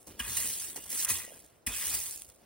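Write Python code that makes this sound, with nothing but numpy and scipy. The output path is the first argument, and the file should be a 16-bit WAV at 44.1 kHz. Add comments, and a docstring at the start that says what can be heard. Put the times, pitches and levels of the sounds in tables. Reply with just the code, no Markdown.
"""Rake dragged through gravel

A steel rake is dragged through crushed gravel in an outdoor trench, three pulls and pushes.
Stones crack as filtered random impulses; the tines ring as resonators that such impulses kick.
The ground rumbles as filtered noise and thuds as a sine of falling pitch.
Big stones knock as short damped tones; loose ones tick as a blow with a chatter of noise.
Two close microphone ports hear the rake from one side, over a faint distant hum of noise."""
import sys
import numpy as np
from scipy import signal
from scipy.fft import rfft, irfft, next_fast_len
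from scipy.io import wavfile
from scipy.ndimage import map_coordinates

SR = 44100
rng = np.random.default_rng(int(sys.argv[2]) if len(sys.argv) > 2 else 0)


def generate_wav(sig):
    """Save sig (samples, or channels by samples) to the path in sys.argv[1] as 16-bit PCM at SR."""
    pcm = np.round(np.clip(np.atleast_2d(sig).T, -1, 1) * 32767).astype(np.int16)
    wavfile.write(sys.argv[1], SR, pcm)


def rack_gain(trim_db):
    """Turn a fader trim in dB into the linear factor to multiply a signal by."""
    fader = np.asarray(trim_db, float)
    return 10 ** (fader / 20)


N = 108045  # samples

# colour of stone on stone: (frequency [Hz], relative spectrum level [dB])
STONE_SPECTRUM = [(300, -18), (1500, -16), (5000, -7.5), (7000, -0.5), (9500, 1), (15700, -4)]


def unit(x):
    """Normalization: the signal is scaled to rms 1."""
    return x / np.sqrt(np.mean(x ** 2) + 1e-20)


def along(points, hz):
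    """Interpolation of (frequency [Hz], value) points on a log axis, flat beyond the ends."""
    f, v = np.transpose(points)
    return np.interp(np.log(hz + 1), np.log(f + 1), v)


def curves(rows):
    """Linear interpolation in time: one value per sample for each column after the time."""
    time, *columns = np.transpose(rows)
    return [np.interp(np.arange(N) / SR, time, column) for column in columns]


def filtered(x, response):
    """Linear filtering: the spectrum is multiplied by a complex response of frequency."""
    m = next_fast_len(N + 8192)
    return irfft(rfft(x, m) * response(np.fft.rfftfreq(m, 1 / SR)), m)[..., :N]


def coloured(x, spectrum):
    """Zero-phase filtering by a (frequency [Hz], level [dB]) spectrum."""
    return filtered(x, lambda hz: rack_gain(along(spectrum, hz)))


def wobble(rate):
    """Slow random modulation: a smooth curve through rate random knots a second."""
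    knots = rng.standard_normal(int(N * rate / SR) + 4)
    return map_coordinates(knots, [np.arange(N) * rate / SR])


def cracks(per_s):
    """Shot noise: random contacts of uneven size over fine grit, power near 1 at any density."""
    size_spread_db, grit_db = 4.8, -6
    chance = np.clip(per_s / SR, 1e-3, 1)  # of a contact in each sample
    size = rack_gain(size_spread_db * np.clip(rng.standard_normal(N), -2, 2))
    size = size * np.sign(rng.standard_normal(N))
    hits = unit(size) * (rng.random(N) < chance) / np.sqrt(chance)
    return hits + rack_gain(grit_db) * rng.standard_normal(N)


def tines(kicks):
    """Modal resonance: each mode of the steel rake head rings from its own kicks, wavering in level."""
    # modes of the rake head: (frequency [Hz], bandwidth [Hz], relative drive [dB])
    modes = [(1093, 260, -7.5), (1662, 113, -6), (1952, 204, -3.5), (2507, 57, 2), (2843, 51, -0.5),
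             (3312, 170, -4.5), (4380, 830, -15)]
    ring = np.zeros(N)
    for centre, width, db in modes:
        def resonance(f):
            return 1j * f * width / (centre * centre - f * f + 1j * f * width)
        drive = rack_gain(db + 4 * wobble(14.13)) * kicks()
        ring += filtered(drive, resonance)
    return ring


def drag():
    """Granular friction: stones rattle, shake the tines, crunch and rumble under the stroke."""
    # the stones under the stroke: (time [s], rattle level [dB])
    stroke = [(0, -55), (.062, -64), (.072, -46.5), (.13, -69.5), (.175, -74), (.192, -50), (.24, -41),
              (.29, -34.5), (.45, -31.5), (.68, -38.5), (.75, -47.5), (.81, -48), (.893, -45), (.903, -37),
              (1.0, -29.5), (1.046, -33.5), (1.05, -25.5), (1.062, -46), (1.08, -41), (1.09, -26.5),
              (1.13, -30), (1.2, -37.5), (1.28, -49), (1.4, -54.5), (1.47, -66), (1.66, -91),
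              (1.668, -37.5), (1.71, -42.5), (1.77, -33), (1.945, -32), (2.0, -35), (2.15, -40.5),
              (2.24, -52), (2.45, -77.5)]
    # the rake's contact: (time [s], tine scrape before gain [dB], low crunch [dB], ground rumble [dB])
    contact = [(.06, -90, -67, -70), (.075, -60, -54, -60), (.18, -70, -52.5, -62),
               (.21, -43.5, -61.5, -49), (.46, -44, -55, -48), (.6, -53.5, -60, -58),
               (.82, -57, -60.5, -61), (.95, -48.5, -58, -61), (1.05, -45.5, -68, -64),
               (1.11, -38.5, -55.5, -47.5), (1.25, -47.5, -60, -68), (1.45, -74, -65.5, -63),
               (1.66, -78, -80, -72.5), (1.67, -42.5, -49.5, -44), (1.8, -41, -61.5, -58),
               (1.95, -45.5, -55, -43.5), (2.06, -60, -74.5, -64), (2.45, -110, -67, -67)]
    # (frequency [Hz], relative spectrum level [dB])
    crunch_spectrum = [(100, -9.5), (200, 0), (500, -1), (900, -10.5), (1500, -20)]
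    # (frequency [Hz], relative spectrum level [dB])
    ground_spectrum = [(25, -41), (55, -6), (90, -9.5), (150, -20), (300, -29)]
    tine_gain_db = 9
    full_per_s, full_db, thinning = 4000, -39.5, .7  # cracks at full flow; weaker flow = fewer cracks

    (rattle_db,) = curves(stroke)
    tine_db, crunch_db, ground_db = curves(contact)
    per_s = full_per_s * rack_gain(thinning * (rattle_db - full_db))
    rattle_level = rack_gain(rattle_db + 0.82 * wobble(45.55) + 0.99 * wobble(220))
    rattle = rattle_level * unit(coloured(cracks(per_s), STONE_SPECTRUM))
    scrape = tines(lambda: rack_gain(tine_db + tine_gain_db) * cracks(per_s / 5))
    crunch = unit(coloured(cracks(per_s=1200), crunch_spectrum))
    crunch = rack_gain(crunch_db + 1.5 * wobble(30.35)) * crunch
    ground = unit(coloured(rng.standard_normal(N), ground_spectrum))
    ground = rack_gain(ground_db + 2.1 * wobble(24)) * ground
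    return rattle + scrape + crunch + ground


def hum():
    """Partial coherence: faint distant noise, of which both ports share a part."""
    # (frequency [Hz], relative spectrum level [dB])
    hum_spectrum = [(18, -49), (30, -5), (194, -2), (684, 1), (913, -8.5), (1390, -10), (16000, -48)]
    shared, own = rng.standard_normal(N), rng.standard_normal((2, N))
    return rack_gain(-66.5) * unit(coloured(shared + 1.8 * own, hum_spectrum))


def knocks():
    """Damped oscillation: a bigger stone, struck, gives one short tone."""
    # knocks and clacks: (time [s], envelope peak [dB], frequency [Hz])
    big_stones = [(.1815, -46, 500), (.201, -28, 3000), (.76, -43, 750), (.762, -47, 260), (.775, -44, 330),
                  (.779, -47, 900), (.785, -46, 270), (1.279, -43, 640), (1.3065, -49, 620),
                  (1.32, -44, 600), (1.674, -29, 1900)]
    rise_s = .001  # from onset to envelope peak
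    out, t = np.zeros(N + SR), np.arange(SR // 20) / SR
    envelope = t / rise_s * np.exp(1 - t / rise_s)
    for s, db, hz in big_stones:
        out[round(s * SR):][:len(t)] += rack_gain(db) * envelope * np.sin(2 * np.pi * hz * t)
    return out[:N]


def landings():
    """Impact excitation: each dig is a burst of cracks, a ring of tines and handle, a sagging thud."""
    # the rake head digs in or knocks:
    # (time [s], crack drive [dB], ring drive before gain [dB], thud drive [dB], settled thud pitch [Hz])
    digs = [(0.192, -25.5, -39.5, -39, 52.2), (0.367, -17.5, -42.5, -61, 60), (0.757, -27, -56, -65, 56.3),
            (1.097, -17.5, -39.5, -39.5, 81), (1.664, -21.5, -41.5, -38.5, 47.7),
            (1.938, -19, -48, -54, 61)]
    # handle modes: (frequency [Hz], level over the thud [dB], t60 [s])
    handle = [(232, 7, 0.062)]
    ring_gain_db = 21.5
    crack_t60_s, crack_rise_s = 0.091, 0.0032
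    thud_lag_s = thud_rise_s = .008
    thud_t60_s = .3

    crack, kick, low = np.zeros((3, N + SR))
    t = np.arange(SR // 3) / SR
    burst = rack_gain(-60 * t / crack_t60_s) * (1 - np.exp(-t / crack_rise_s))
    thud_rise = 1 - np.exp(-t / thud_rise_s)
    sag_s = 0.74 * 0.018 * (1 - np.exp(-t / 0.012))  # phase advance: the pitch starts high and falls
    for s, crack_db, ring_db, thud_db, thud_hz in digs:
        at = slice(round(s * SR), round(s * SR) + len(t))
        crack[at] += rack_gain(crack_db) * burst
        kick[at] += rack_gain(ring_db + ring_gain_db) * burst
        thud = rack_gain(thud_db - 60 * t / thud_t60_s) * np.sin(2 * np.pi * thud_hz * (t + sag_s))
        wood = sum(rack_gain(thud_db + db - 60 * t / t60) * np.sin(2 * np.pi * hz * t)
                   for hz, db, t60 in handle)
        low[round((s + thud_lag_s) * SR):][:len(t)] += thud_rise * (thud + wood)
    stones = coloured(crack[:N] * cracks(6000), STONE_SPECTRUM)
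    ring = tines(lambda: kick[:N] * rng.standard_normal(N))
    return stones + ring + low[:N]


def ticks():
    """Impulse response: loose stones click one by one, each a blow and a short chatter."""
    # single stones: (time [s], blow before colouring [dB])
    loose_stones = [(.5026, -10), (.6049, -13), (.6209, -14), (.7, -17), (.9029, -17), (1.048, -3),
                    (1.445, -35), (1.8702, -8), (2.0395, -12), (2.1102, -12), (2.16, -15), (2.1763, -19),
                    (2.2202, -14), (2.2546, -30), (2.2669, -31), (2.2805, -34), (2.291, -25), (2.3003, -24),
                    (2.3602, -36)]
    chatter_t60_s = .0025
    out, t = np.zeros(N + SR), np.arange(300) / SR
    for s, db in loose_stones:
        chatter = .2 * rack_gain(-60 * t / chatter_t60_s) * rng.standard_normal(len(t))
        blow = t == 0  # a single sample
        out[round(s * SR):][:len(t)] += rack_gain(db) * (chatter + blow)
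    return coloured(out[:N], STONE_SPECTRUM)


def scattered(x):
    """Diffuse scattering: short trench echoes, one per port, drawn anew every hop and crossfaded."""
    trench_t60_s, hop = .012, 1024  # hop in samples
    out, t = np.zeros((2, N + SR)), np.arange(SR // 25) / SR
    fade, padded = signal.get_window("hann", 2 * hop), np.pad(x, (hop, 2 * hop))
    for k in range(0, N + hop, hop):
        tail = rng.standard_normal((2, len(t))) * rack_gain(-60 * t / trench_t60_s)
        tail = tail / np.linalg.norm(tail[0])
        piece = padded[k:k + 2 * hop] * fade
        part = signal.fftconvolve(piece[None], tail, axes=1)
        out[:, k:k + part.shape[1]] += part
    return out[:, hop:hop + N]


def ports(x):
    """Partial coherence: direct sound lags between the ports, scatter differs from port to port."""
    # (frequency [Hz], phase by which left leads right [rad])
    lead = [(60, .05), (1100, .7), (1700, .9), (2300, 0), (4600, .1), (5300, 1.8), (6600, 2.4), (9500, 6.3),
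            (12600, 9.4), (15700, 12.5)]
    # (frequency [Hz], left minus right level [dB])
    tilt = [(200, -.7), (1200, 2), (1750, 5), (2750, -3), (4500, -2), (5500, -6), (7400, -2), (8000, 0)]
    # likeness of the ports: (frequency [Hz], direct share of the power [0 to 1])
    alike = [(60, .99), (250, .87), (700, .6), (2200, .9), (4800, .45), (6000, .72), (9000, .84)]
    side = np.array([[.5], [-.5]])  # each port takes half the difference

    def share(hz):
        return np.clip(along(alike, hz), .05, .99)

    direct = filtered(x, lambda hz: np.sqrt(share(hz)) * np.exp(1j * side * along(lead, hz)))
    scatter = filtered(scattered(x), lambda hz: np.sqrt(1 - share(hz)))
    return filtered(direct + scatter, lambda hz: rack_gain(side * along(tilt, hz)))


def scene():
    """Superposition: rake and stones at the ports, over the hum."""
    return ports(drag() + landings() + knocks() + ticks()) + hum()


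def roll_off(x):
    """The treble ends steeply here."""
    return signal.sosfilt(signal.butter(12, 16810, fs=SR, output="sos"), x)


def record(dry):
    """Band limitation: a steep low-pass filter limits the treble of the mix."""
    # (frequency [Hz], level [dB])
    band_limit = [(15850, 0), (16050, -32), (16900, -75)]
    return roll_off(coloured(dry, band_limit))


dry = scene()
out = record(dry)
generate_wav(out)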